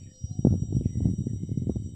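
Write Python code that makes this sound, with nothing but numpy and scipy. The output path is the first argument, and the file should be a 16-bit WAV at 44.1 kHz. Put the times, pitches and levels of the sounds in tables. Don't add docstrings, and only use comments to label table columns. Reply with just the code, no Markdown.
import sys
import numpy as np
from scipy.fft import rfft, irfft, next_fast_len
from scipy.io import wavfile
from scipy.ndimage import map_coordinates

SR = 44100
rng = np.random.default_rng(int(sys.argv[2]) if len(sys.argv) > 2 else 0)


def waveform_to_disk(signal):
    frames = np.transpose(np.atleast_2d(signal))
    scaled = np.clip(frames, -1, 1) * 32767
    samples = np.round(scaled).astype(np.int16)
    wavfile.write(sys.argv[1], SR, samples)


N = 85995
SKIN_SOFTNESS = 2.08

# (time [s], relative push level [dB], push frequency [Hz], relative tap level [dB])
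CONTACTS = [(0.241, -20, 101, -73.5), (0.312, -24, 127, -69.5), (0.392, -16.5, 150, -59.5),
            (0.451, -6, 241, -31.5), (0.471, -7.5, 223, -32.5), (0.509, -13.5, 135, -52.5),
            (0.526, -15, 166, -46), (0.54, -20, 315, -40.5), (0.556, -20.5, 179, -59.5),
            (0.623, -17, 125, -67.5), (0.635, -26.5, 227, -64), (0.727, -18.5, 213, -48),
            (0.75, -19, 147.4, -56.5), (0.768, -12, 162, -52), (0.811, -20.5, 247, -68.5),
            (0.859, -13, 157, -52.5), (0.973, -18, 140, -68.5), (1.007, -22, 239, -46.5),
            (1.019, -14.5, 127, -67.5), (1.056, -14, 199.6, -43.5), (1.07, -13.5, 125, -53),
            (1.088, -15.5, 156, -57.5), (1.113, -18, 151, -67.5), (1.137, -20, 178, -70),
            (1.189, -18.5, 123, -65), (1.207, -19, 155.6, -71.5), (1.27, -14.5, 220, -52.5),
            (1.334, -21, 174, -61.5), (1.435, -20, 186, -63.5), (1.517, -20.5, 197, -65.5),
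            (1.576, -15, 180, -63.5), (1.622, -21, 183, -63), (1.671, -18.5, 206, -60.5),
            (1.697, -13, 297, -37.5), (1.76, -20.5, 220, -50.5), (1.766, -19.5, 123, -49.5)]
def bumps(rebound_s=.007, tap_hz=553, tap_top_hz=1530, tick_hz=12000):
    body = taps = ticks = 0
    for s, db, hz, _ in CONTACTS:
        press = push(s, hz, SKIN_SOFTNESS)
        rebound = amp(-10.5) * push(s + rebound_s, 0.83 * hz, SKIN_SOFTNESS)
        body += amp(db + 2) * (press + rebound)
    for s, _, _, db in CONTACTS:
        taps += amp(db + 11.5) * (push(s, tap_hz, softness=9.8) + hollow_ring(s) + scuff(s))
    for s, _, _, db in CONTACTS:
        ticks += amp(db - 34.5) * push(s, tick_hz, softness=400)
    dull_taps = filtered(taps, lambda f: 1 / (1 + (f / tap_top_hz) ** 10))
    return filtered(body, case_response) + dull_taps + ticks

def push(s, hz, softness):
    pressure = np.zeros(N)
    near = np.arange(*np.clip([int(s * SR) - SR // 20, int(s * SR) + SR // 20], 0, N))
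    u = 2 * np.pi * hz * (near / SR - s) / (softness + 1)
    phasor = np.exp(2j * np.pi * rng.random())
    pressure[near] = np.real(phasor * (1 - 1j * u) ** -(softness + 1))
    return pressure

def case_response(f, low_hz=63.8, q=0.75, top_hz=680):
    low_cut = f ** 2 / (f ** 2 - low_hz ** 2 - 1j * f * low_hz / q)
    return low_cut ** 2 / np.sqrt(1 + (f / top_hz) ** 6)

# (frequency [Hz], relative level [dB])
CASE_MODES = [(345, -4.5), (545, -10)]
def hollow_ring(s, t60_s=.02):
    t = np.maximum(clock() - s, 0)
    ring = 0
    for hz, db in CASE_MODES:
        size, shift = rng.standard_normal(2)
        envelope = amp(db + 0.5 * size - 60 * t / t60_s) * (1 - np.exp(-t * hz))
        ring += envelope * np.sin(2 * np.pi * hz * np.exp(0.11 * shift) * t)
    return ring

def scuff(s, t60_s=0.26):
    t = clock() - s
    return (t > 0) * amp(-41 - 60 * np.abs(t) / t60_s) * noise_band(1257, width_hz=940)

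# (time [s], level [dB])
RUB_LEVEL = [(0, -45.5), (.09, -48), (.16, -60.5), (.32, -42), (.43, -40), (.5, -24.5), (.59, -36),
             (.82, -30), (.9, -36.5), (1.08, -24), (1.15, -40.5), (1.22, -29.5), (1.32, -36), (1.64, -36),
             (1.8, -35.5), (1.95, -42)]
# (frequency [Hz], relative level [dB])
RUMBLE_SPECTRUM = [(20, -17.5), (40, -18), (65, -5), (100, 5.5), (200, -12), (360, -27), (600, -39),
                   (1000, -53.5), (3000, -88)]
def rubbing(slips_per_s=55, slip_hz=158):
    slips = 0
    for k, (late, shift, size) in enumerate(rng.standard_normal((180, 3))):
        s = (k + 0.31 * late) / slips_per_s
        slips += amp(1.5 * size) * push(s, slip_hz * np.exp(0.22 * shift), SKIN_SOFTNESS)
    muffled_slips = unit(filtered(slips, case_response))
    rumble = unit(amp(1.5 * wobble(56)) * noise(RUMBLE_SPECTRUM))
    return amp(curve(RUB_LEVEL)) * (amp(-2.5) * muffled_slips + amp(-2) * rumble)

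# (time [s], level [dB])
INSECT_LEVEL = [(0.0, -61.5), (0.108, -62), (0.2, -54.5), (0.66, -57.5), (0.7, -62.5), (0.77, -54.5),
                (0.824, -65), (0.852, -57.5), (1.384, -60.5), (1.406, -68), (1.49, -63.5), (1.542, -70.5),
                (1.58, -59.5), (1.618, -63.5), (1.672, -80.5), (1.716, -58.5), (1.808, -68), (1.872, -58),
                (1.95, -75)]
def near_insect(start_hz=5728, rise_hz_per_s=38, waver_hz=6):
    hz = start_hz + rise_hz_per_s * clock() + waver_hz * wobble(13)
    return amp(curve(INSECT_LEVEL)) * (tone(hz) + amp(-12.5) * noise_band(hz, width_hz=53))

def second_insect(start_hz=5630, rise_hz_per_s=8.2):
    return amp(-82.5 + 4.8 * wobble(7)) * noise_band(start_hz + rise_hz_per_s * clock(), width_hz=29)

# (frequency [Hz], bandwidth [Hz], level before the swell [dB])
BUZZ_PARTIALS = [(7390, 17, -78.5), (7730, 51, -76), (8086, 52, -77), (8420, 35, -84)]
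# (time [s], gain [dB])
BUZZ_GAIN = [(0, -4.5), (.55, 0), (1.17, 7.5), (1.55, -1), (1.95, 7.5)]
def buzzing_insect():
    return amp(curve(BUZZ_GAIN)) * sum(amp(db) * noise_band(hz, width) for hz, width, db in BUZZ_PARTIALS)

def insect_whine(rise_per_s=.008):
    glide = 1 + rise_per_s * clock()
    return amp(-98.5) * sum(amp(2 * wobble(8)) * tone(hz * glide) for hz in (9605, 12830))

# (frequency [Hz], bandwidth [Hz], level [dB])
CRICKET_BANDS = [(3036, 93, -76), (3772, 120, -75.5), (3350, 270, -88)]
def crickets():
    return sum(amp(db) * noise_band(hz, width) for hz, width, db in CRICKET_BANDS)

# (frequency [Hz], relative level [dB])
CHORUS_SPECTRUM = [(6400, -28), (6720, -24.5), (6980, 0), (7400, -2), (7850, 6), (8150, -21), (8350, -19),
                   (9000, -35)]
# (time [s], level [dB])
CHORUS_SWELL = [(0, -64), (.25, -69.5), (.8, -67), (1.55, -69.5), (1.95, -70)]
def insect_chorus():
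    return amp(curve(CHORUS_SWELL)) * noise(CHORUS_SPECTRUM)

# (time [s], duration [s], frequency [Hz], bandwidth [Hz], level [dB])
CALLS = [(0, 0.13, 2390, 600, -73), (0.063, 0.09, 1850, 130, -73.5), (.09, 0.44, 5020, 380, -71),
         (0.132, 0.059, 4260, 92, -67.5), (0.307, 0.056, 4120, 70, -68.5), (.76, 0.21, 3330, 400, -78),
         (0.823, 0.11, 2500, 710, -72), (0.843, 0.36, 1998, 150, -72), (0.694, .06, 4260, 91, -78.5),
         (0.779, 0.22, 5040, 260, -79.5), (1.274, .06, 1896, 190, -72), (1.343, 0.67, 2114, 190, -79.5),
         (1.44, 0.22, 5060, 320, -81), (1.718, 0.074, 3600, 190, -75), (0, 0.18, 4581, 29, -78),
         (1.758, .24, 4640, 17, -83.5), (0.071, 0.31, 514, 13.4, -64.5), (0.268, 0.25, 733, 19, -68),
         (.62, .13, 708, 15, -72)]
def far_calls():
    notes = sum(amp(db) * note(s, length, hz, width) for s, length, hz, width, db in CALLS)
    chirp = amp(-66.5) * note(s=0.58, length=0.31, hz=7230, width_hz=110, rise_hz=620)
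    return notes + chirp

def note(s, length, hz, width_hz, rise_hz=0):
    progress = np.clip((clock() - s) / length, 0, 1)
    pitch = hz + rise_hz * progress
    purity = 1 / (1 + (width_hz / 37) ** 2)
    whistle = tone(pitch + width_hz / np.pi * wobble(2 / length))
    envelope = np.abs(np.sin(np.pi * progress ** 0.55))
    return envelope * (np.sqrt(purity) * whistle + np.sqrt(1 - purity) * noise_band(pitch, width_hz))

# (frequency [Hz], relative level [dB])
AIR_SPECTRUM = [(30, 14), (300, -10.5), (600, -5.5), (900, -27), (6000, -31.5), (10000, -49),
                (13500, -32.5)]
def still_air():
    return amp(-62.5) * noise(AIR_SPECTRUM)

def amp(db):
    return 10 ** (np.asarray(db) / 20)

def clock():
    return np.arange(N) / SR

def unit(x):
    return x / np.sqrt(np.mean(x ** 2) + 1e-20)

def curve(rows):
    return np.interp(clock(), *np.transpose(rows))

def wobble(knots_per_s):
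    return map_coordinates(rng.standard_normal(2000), [clock() * knots_per_s + 2])

def filtered(x, response):
    padded = next_fast_len(N + 8192)
    return irfft(rfft(x, padded) * response(np.fft.rfftfreq(padded, 1 / SR)), padded)[:N]

def noise(spectrum):
    hz, db = np.transpose(spectrum)
    f = np.fft.rfftfreq(N, 1 / SR)
    gain = amp(np.interp(np.log(f + 1), np.log(hz), db))
    return unit(irfft(rfft(rng.standard_normal(N)) * gain, N))

def tone(hz):
    return np.sqrt(2) * np.sin(2 * np.pi * (np.cumsum(hz) / SR + rng.random()))

def noise_band(hz, width_hz):
    f = np.fft.fftfreq(N, 1 / SR)
    white = rng.standard_normal(N) + 1j * rng.standard_normal(N)
    drift = np.fft.ifft(np.fft.fft(white) / (1 + (2 * f / width_hz) ** 2) ** 1.03)
    carrier = np.exp(2j * np.pi * np.cumsum(hz + np.zeros(N)) / SR)
    return unit(np.real(drift * carrier))

def scene():
    insects = near_insect() + second_insect() + buzzing_insect() + insect_whine()
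    distance = crickets() + insect_chorus() + far_calls()
    handling = bumps() + rubbing()
    return (handling + insects + distance + still_air())[None]

def record(dry, top_hz=15500):
    return filtered(dry[0], lambda f: f < top_hz)[None]

dry = scene()
out = record(dry)
waveform_to_disk(out)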